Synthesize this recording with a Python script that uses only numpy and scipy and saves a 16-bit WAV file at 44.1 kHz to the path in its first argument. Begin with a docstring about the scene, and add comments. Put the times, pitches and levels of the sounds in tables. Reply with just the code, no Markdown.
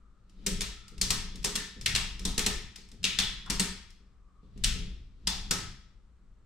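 """Faint outdoor air through an open garage door and a low rumble come first, then sharp clicks, often paired:
someone on a stepladder hoists a kayak under the ceiling, tugging a strap through its metal buckle.
Buckle and hook crack and ring at each contact; the strap rubs on the hollow hull, which thumps and sways.
Heard from inside on a stereo microphone pair, with the bare garage ringing on and a faint whine far off."""
import sys
import numpy as np
from scipy import signal
from scipy.fft import rfft, irfft, next_fast_len
from scipy.io import wavfile

SR = 44100
rng = np.random.default_rng(int(sys.argv[2]) if len(sys.argv) > 2 else 0)


def log_audio(samples):
    """Write samples as a 16-bit WAV file to the path given in sys.argv[1]."""
    # one column per channel
    frames = np.atleast_2d(samples).T
    # limit to full scale, then quantise
    limited = np.clip(frames, -1, 1)
    pcm = np.round(limited * 32767).astype(np.int16)
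    wavfile.write(sys.argv[1], SR, pcm)


N = 284797
TIME = np.arange(N) / SR


def from_db(db):
    """Decibels to gain."""
    return 10 ** (np.asarray(db) / 20)


def at_hz(points, hz):
    """Read a curve on a log-frequency axis."""
    point_hz, values = np.array(points).T
    return np.interp(np.log(hz + 1e-9), np.log(point_hz), values)


def band(x, low, high):
    """Causal band-pass, edges in Hz."""
    return signal.sosfilt(signal.butter(2, [low, high], "band", fs=SR, output="sos"), x)


def colour(x, spectrum):
    """Minimum-phase filter: nothing sounds before its cause."""
    size = 2 * next_fast_len(x.shape[-1])
    gain = from_db(at_hz(spectrum, np.fft.rfftfreq(size, 1 / SR)))
    cepstrum = irfft(np.log(gain))
    cepstrum[1:size // 2] *= 2
    cepstrum[size // 2 + 1:] = 0
    return irfft(rfft(x, size) * np.exp(rfft(cepstrum)))[..., :x.shape[-1]]


def add(track, s, sound):
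    """Mix a sound into the track at a time."""
    at = max(round(s * SR), 0)
    track[:, at:at + sound.shape[-1]] += sound[..., :N - at]


def swell(s, rise_db_per_s, fall_db_per_s, hold_s=0):
    """Gain that rises to 1 around a time, holds and dies away."""
    early = np.maximum(s - hold_s / 2 - TIME, 0)
    late = np.maximum(TIME - s - hold_s / 2, 0)
    return from_db(-np.minimum(rise_db_per_s * early + fall_db_per_s * late, 200))


def ring(modes, t, scatter_db, detune):
    """Decaying sines; a blow can scatter the strength and pitch of each mode."""
    hz, db, t60 = np.array(modes, float).T[:, :, None]
    strength, shift, phase = rng.standard_normal((3, len(modes), 1))
    wave = np.sin(2 * np.pi * (hz * (1 + detune * shift) * t + phase))
    return np.sum(from_db(db + scatter_db * strength - 60 * t / t60) * wave, axis=0)


# diffuse sound at the microphone pair: (frequency [Hz], left-right correlation [0-1])
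PAIR_CORRELATION = [(120, .94), (300, .87), (600, .78), (1500, .62), (4000, .35), (10000, .17)]

def diffuse(size):
    """White noise from all around, alike at both microphones in the bass and less so in the treble."""
    padded = 2 * next_fast_len(size // 2 + 1)
    mid, side = rfft(rng.standard_normal((2, padded)))
    alike = at_hz(PAIR_CORRELATION, np.fft.rfftfreq(padded, 1 / SR))
    return irfft(np.sqrt((1 + alike) / 2) * mid + np.sqrt((1 - alike) / 2) * side * [[1], [-1]])[:, :size]


def noise(spectrum):
    """Coloured diffuse noise, rms 1."""
    x = colour(diffuse(N), spectrum)
    return x / x.std()


# outdoor air, heard from inside the garage: (frequency [Hz], relative density [dB])
AIR_SPECTRUM = [(30, -1), (80, -10), (180, -18), (300, -23), (700, -33), (1000, -31), (1250, -27.5),
                (1600, -34.5), (4000, -47.5), (8000, -45), (15000, -72.5)]
# swells of a distant whine: (time [s], level [dB], pitch [Hz])
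FAR_WHINES = [(0.05, -74, 1280), (0.85, -63.5, 1320), (4.381, -72.5, 1170)]

def outdoors(air_db=-62, whine_width_hz=130):
    """A steady wash of air through the open door, with a far whine that comes and goes."""
    out = from_db(air_db) * noise(AIR_SPECTRUM)
    for s, db, hz in FAR_WHINES:
        whine = band(diffuse(N), hz - whine_width_hz / 2, hz + whine_width_hz / 2)
        out += from_db(db) * swell(s, rise_db_per_s=42, fall_db_per_s=42) * whine / whine.std()
    return out


# decay of the bare garage: (frequency [Hz], t60 [s])
ROOM_DECAY = [(150, 0.27), (800, 0.52), (2000, 0.64), (5000, 0.56), (8500, 0.38), (14000, 0.23)]
# its reverberation at the microphones: (frequency [Hz], relative level [dB])
ROOM_LEVEL = [(200, -1.5), (1000, 8), (3000, 2), (6000, 0.5), (12000, -5)]

def garage(cracks, rings, build_s=0.00088, wash_db=-2.0, echo_db=1.5):
    """Dense reflections off floor, walls and clutter: tones keep their pitch, cracks scatter into a wash."""
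    t, response, wash = TIME[:SR], 0, 0
    edges_hz = np.geomspace(100, 17000, 19)
    white = diffuse(N), diffuse(N)   # neighbouring bands get independent noise
    fill = np.exp(-1 / (build_s * SR))
    for k, (low, high) in enumerate(zip(edges_hz, edges_hz[1:])):
        hz = np.sqrt(low * high)
        t60, gain = at_hz(ROOM_DECAY, hz), from_db(at_hz(ROOM_LEVEL, hz))
        field = band(white[k % 2], low, high)
        decay = from_db(-60 * t / t60) * (1 - np.exp(-t / build_s))
        response += gain * field[:, :SR] * decay / np.linalg.norm(decay)
        # the energy of a crack fills the room, then leaks away
        power = band(cracks[0] + 1e-18 * field[0], low, high) ** 2   # tiny floor against underflow
        filled = signal.lfilter([1 - fill], [1, -fill], power)
        retained = from_db(-60 / (t60 * SR)) ** 2
        lingering = signal.lfilter([1 - retained], [1, -retained], filled)
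        wash += gain * np.sqrt(lingering) * field / field.std()
    echo = signal.fftconvolve(rings, response, axes=1)[:, :N]
    return from_db(wash_db) * wash + from_db(echo_db) * echo


# the strap rubbing on the shell overhead: (frequency [Hz], relative density [dB])
RUB_SPECTRUM = [(60, -36.5), (160, -12), (188, 3.5), (240, -15.5), (320, -15.5), (410, -19), (600, -34.5),
                (1300, -39), (4000, -31), (15000, -63)]

def strap_rub(sway_power, with_sway_db=-16, with_jolt_db=-4.0, lead_db=-10, knock_share=0.94, lag_s=.025):
    """The strap rubs as the boat sways, as it tightens before each jolt and as it settles after."""
    power = from_db(with_sway_db) ** 2 * sway_power
    for s, boom_db, knock_db in jolts():
        jolt_db = boom_db + knock_share * (knock_db - boom_db)
        strength = from_db(with_jolt_db + jolt_db) * np.where(TIME < s, from_db(lead_db), 1)
        power += (strength * swell(s + lag_s, rise_db_per_s=97.5, fall_db_per_s=104)) ** 2
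    return np.sqrt(power) * noise(RUB_SPECTRUM)


# rumble of the boat swaying under the ceiling: (frequency [Hz], relative density [dB])
SWAY_SPECTRUM = [(15, -8), (28, 3.5), (38, -7.5), (49, 1), (62, -8), (85, -16), (115, -17), (160, -28),
                 (300, -36.5), (2000, -93.5)]
# heaves from the stepladder: (peak time [s], hold [s], sway level [dB], thud level [dB])
STRAP_HEAVES = [(0.56, 0.012, -34.5, -43.5), (1.109, 0.16, -37, -43), (1.39, 0.089, -40, -53.5),
                (1.946, 0.11, -37, -40), (2.29, 0.056, -35, -56.5), (2.52, 0.085, -41, -44),
                (3.044, 0.047, -46.5, -48), (3.234, .04, -39, -47.5), (3.585, 0.053, -37.5, -52),
                (4.74, 0.15, -33, -40), (5.33, 0.11, -42, -54.5), (5.584, 0.098, -43, -41)]

def hanging_boat(rest_db=-58, sway_gain_db=0.5, thud_gain_db=-3.0, thud_band_hz=(75, 150)):
    """The boat thuds dully with each heave and rumbles on as it sways against the strap."""
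    sway_power, thud_power = from_db(rest_db) ** 2, 0
    for s, hold_s, sway_db, thud_db in STRAP_HEAVES:
        sway_power += (from_db(sway_db) * swell(s, 113, 64, hold_s)) ** 2
        thud_power += (from_db(thud_db) * swell(s, 141.5, 111, hold_s)) ** 2
    thud_noise = band(diffuse(N), *thud_band_hz)
    thuds = from_db(thud_gain_db) * np.sqrt(thud_power) * thud_noise / thud_noise.std()
    rumble = from_db(sway_gain_db) * np.sqrt(sway_power) * noise(SWAY_SPECTRUM)
    return rumble + thuds + strap_rub(sway_power)


# soft bumps of the hull on its own: (time [s], boom level [dB])
HULL_BUMPS = [(0.39, -52), (0.545, -37), (0.919, -45.5), (1.345, -44), (1.764, -41), (2.2, -41),
              (2.781, -48.5), (2.926, -45.5), (4.0, -57), (4.429, -49.5), (4.56, -43), (4.755, -38.5),
              (4.829, -45)]

def jolts(knock_below_boom_db=11):
    """Every snap and bump that shakes the hull: (time [s], boom level [dB], knock level [dB])."""
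    snaps = [(s, boom_db, knock_db) for s, *_, boom_db, knock_db in BUCKLE_SNAPS]
    return snaps + [(s, db, db - knock_below_boom_db) for s, db in HULL_BUMPS]


# modes of the hollow hull: (frequency [Hz], relative level [dB], t60 [s])
HULL_MODES = [(177, 1, 0.23), (197, -8, 0.11), (208.4, 2, 0.11), (267, -13.5, 0.17), (380, -1, 0.14),
              (413, 2, 0.17), (497, -4.5, 0.1), (555, -16, .08), (682, -15.5, 0.054)]

def hull(boom_gain_db=-5.0, knock_gain_db=-5.5, rise_s=0.0025, split_hz=300):
    """Each jolt swells into a short thump in the plastic shell: low modes boom, higher ones knock."""
    out, t = np.zeros((2, N)), TIME[:SR // 2]
    for s, boom_db, knock_db in jolts():
        low_db, high_db = boom_db + boom_gain_db, knock_db + knock_gain_db
        modes = [(hz, db + (low_db if hz < split_hz else high_db), t60) for hz, db, t60 in HULL_MODES]
        add(out, s, ring(modes, t, scatter_db=0, detune=.02) * (1 - np.exp(-t / rise_s)))
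    return out


def chatter(t, hold_s, attack_s=.0013, decay_s=0.0044, grain_db=1.06, width=0.53):
    """A grainy stereo burst of noise as two surfaces chatter against each other."""
    mid, side, grain = rng.standard_normal((3, len(t)))
    grains = from_db(-grain_db * np.clip(grain, -2, 2))[np.arange(len(t)) // 12]   # 12 samples a grain
    envelope = np.minimum(t / attack_s, 1) * np.exp(-np.maximum(t - hold_s, 0) / decay_s)
    return (mid + width * side * np.array([[1], [-1]])) * grains * envelope


def webbing_slip(s=3.46, db=-56.5, hold_s=0.054, band_hz=(950, 1500)):
    """The webbing slips once through the buckle with a short dull rasp."""
    out = np.zeros((2, N))
    rasp = band(chatter(TIME[:SR // 8], hold_s), *band_hz)
    add(out, s, from_db(db) * rasp / rasp.std())
    return out


# light ticks of the hook as the strap slackens: (time [s], level [dB])
HOOK_TICKS = [(0.295, -67.5), (0.88, -52), (0.979, -51.5), (1.356, -48.5), (1.428, -52.5), (1.4417, -37),
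              (1.811, -45), (2.193, -44.5), (2.758, -46.5), (2.887, -61.5), (2.915, -55.5), (3.03, -44.5),
              (3.46, -57), (3.903, -60), (4.575, -61)]
# their tint: (level at 1 kHz [dB], at 2.3 kHz [dB], at 9 kHz [dB])
HOOK_TINT = (3, 2, 1)
# the buckle snaps, seats with a second contact and jolts the hull through the strap:
# (time [s], snap level [dB], snap pitch [Hz], seating delay [s], seating level [dB], seating pitch [Hz],
#  tint at 1 kHz [dB], at 2.3 kHz [dB], at 9 kHz [dB], hull boom [dB], hull knock [dB])
BUCKLE_SNAPS = [(0.4634, -28.5, 2530, .004, -31, 5470, -1.5, 0.5, 4.5, -31.5, -34.5),
                (0.607, -30.5, 2330, 0.0095, -32, 3500, 2.5, 1, 1.5, -41.5, -45),
                (1.013, -23.5, 5000, 0.0032, -29, 4400, 0.5, -4, 1, -37, -42.5),
                (1.1038, -22.5, 4170, 0.0039, -27, 5050, 4, -2.5, 0.5, -36.5, -42),
                (1.4452, -28, 5440, 0.01, -35.5, 8200, 7, 1.5, 5, -38.5, -36.5),
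                (1.554, -31, 1856, 0.0045, -27, 1820, 2.5, 0, 2.5, -33.5, -44.5),
                (1.8596, -22, 2120, 0.0033, -31.5, 5650, -1.5, 6, -2, -46.5, -46),
                (1.95, -22.5, 2770, .0095, -22, 2700, 0.5, -0.5, -4, -47, -46.5),
                (2.251, -28.5, 3630, .004, -30.5, 3800, 5.5, -5, -.5, -26.5, -40.5),
                (2.3784, -26, 2130, .013, -27.5, 920, 6, 1.5, 2.5, -28, -36),
                (2.4622, -25.5, 4040, 0.0051, -29, 1880, 4.5, 2.5, 3.5, -36, -36.5),
                (3.0406, -24.5, 2800, 0.01, -25, 3490, -5.5, 4, -4, -32, -45),
                (3.1869, -22, 3400, 0.012, -25, 2700, -0.5, 0.5, -3, -35.5, -43),
                (3.499, -31, 4870, 0.0044, -28, 5450, 5, 1.5, 3.5, -28.5, -40.5),
                (3.596, -27, 4409, .006, -29.5, 8300, 7, 5, 4.5, -24, -38.5),
                (4.6375, -26.5, 3040, 0.0051, -21, 3000, -4, 0, -1, -35, -73.5),
                (5.271, -24, 5180, .004, -25.5, 3420, 3.5, -5, -2, -38, -44.5),
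                (5.509, -27, 5280, 0.0038, -29, 5550, 10.5, 2.5, 4.5, -31.5, -36.5)]

def contacts(snap_hold_s=0.0025, seat_hold_s=0.0017, tick_hold_s=0.0029, tick_hz=5230):
    """Metal touches metal: (time [s], level [dB], tint [dB], favoured pitch [Hz], chatter hold [s])."""
    for s, db, snap_hz, delay_s, seat_db, seat_hz, *tint, _, _ in BUCKLE_SNAPS:
        yield s - .0025, db - 24.5, tint, snap_hz, snap_hold_s   # the parts graze just before they snap
        yield s, db, tint, snap_hz, snap_hold_s
        yield s + delay_s, seat_db, tint, seat_hz, seat_hold_s
    for s, db in HOOK_TICKS:
        yield s, db, HOOK_TINT, tick_hz, tick_hold_s


# the crack of one contact, thickened by the ceiling just above: (frequency [Hz], relative density [dB])
CRACK_SPECTRUM = [(500, -25.5), (800, -12), (1100, -13.5), (1600, -7), (2200, -2), (3400, 3), (5200, 3.5),
                  (7000, 1), (8400, 2), (9800, -7), (11500, -8), (14000, -22), (16000, -31.5)]
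# modes of buckle and hook: (frequency [Hz], relative level [dB], t60 [s])
METAL_MODES = [(930, -10, 0.053), (1292, -9.5, 0.13), (1782, -6.5, 0.11), (1920, -3.5, 0.055),
               (2130, -5, 0.054), (2340, -8.5, .08), (2760, -5, 0.1), (3080, -6.5, 0.13),
               (3360, -8.5, 0.54), (3510, -1.5, 0.15), (3786, -2.5, 0.15), (4200, -3.5, 0.12),
               (4409, -17.5, 0.19), (4530, -5.5, .12), (5120, -4.5, 0.11), (5420, -7.5, .33),
               (5750, 4.5, .08), (6200, -1, .08), (7820, 4, 0.093), (8210, -0.5, .12), (8400, 2, .09),
               (10140, -9, 0.11), (10900, -16.5, .06)]

def buckle_and_hook(crack_gain_db=4.5, ring_gain_db=-19.5, favour_db=9.0, favour_octaves=0.075):
    """Each contact cracks with a colour of its own and sets the metal ringing, damped by the webbing."""
    cracks, rings = np.zeros((2, 2, N))
    t = TIME[:SR // 2]
    for s, db, (low_db, mid_db, high_db), favoured_hz, hold_s in contacts():
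        tint = [(1000, low_db), (2300, mid_db), (4700, 0), (9000, high_db)]
        crack = colour(chatter(t[:SR // 16], hold_s), CRACK_SPECTRUM)
        # where the metal is struck decides which part of the crack and which modes speak loudest
        crack += band(crack, favoured_hz / 1.08, favoured_hz * 1.08)
        modes = [(hz, level + favour_db * np.exp(-(np.log2(hz / favoured_hz) / favour_octaves) ** 2), t60)
                 for hz, level, t60 in METAL_MODES]
        ringing = ring(modes, t, scatter_db=2.0, detune=0.008)
        add(cracks, s, from_db(db + crack_gain_db) * colour(crack, tint))
        add(rings, s, from_db(db + ring_gain_db) * colour(ringing, tint))
    return cracks, rings


def scene():
    """Buckle, hook and hull sound in the garage, over the rumble of the boat and the air outside."""
    cracks, rings = buckle_and_hook()
    cracks += webbing_slip()
    rings += hull()
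    return cracks + rings + garage(cracks, rings) + hanging_boat() + outdoors()


# colour of the two microphone ports: (frequency [Hz], left minus right [dB])
PORT_BALANCE = [(50, 3), (250, 0.5), (600, 0), (2400, 3.5), (5000, 2), (8000, 3), (12000, -3.5)]

def record(dry, left_lag_s=.00001, cutoff_hz=16000):
    """The microphone ports differ in colour, sound reaches the left a little later, and the top is cut."""
    left = colour(dry[0], [(hz, db / 2) for hz, db in PORT_BALANCE])
    right = colour(dry[1], [(hz, -db / 2) for hz, db in PORT_BALANCE])
    size = 2 * next_fast_len(N)
    delay = np.exp(-2j * np.pi * np.fft.rfftfreq(size, 1 / SR) * left_lag_s)
    left = irfft(rfft(left, size) * delay)[:N]
    low_pass = signal.ellip(10, .2, 80, cutoff_hz, fs=SR, output="sos")
    return signal.sosfilt(low_pass, [left, right])


dry = scene()
out = record(dry)
log_audio(out)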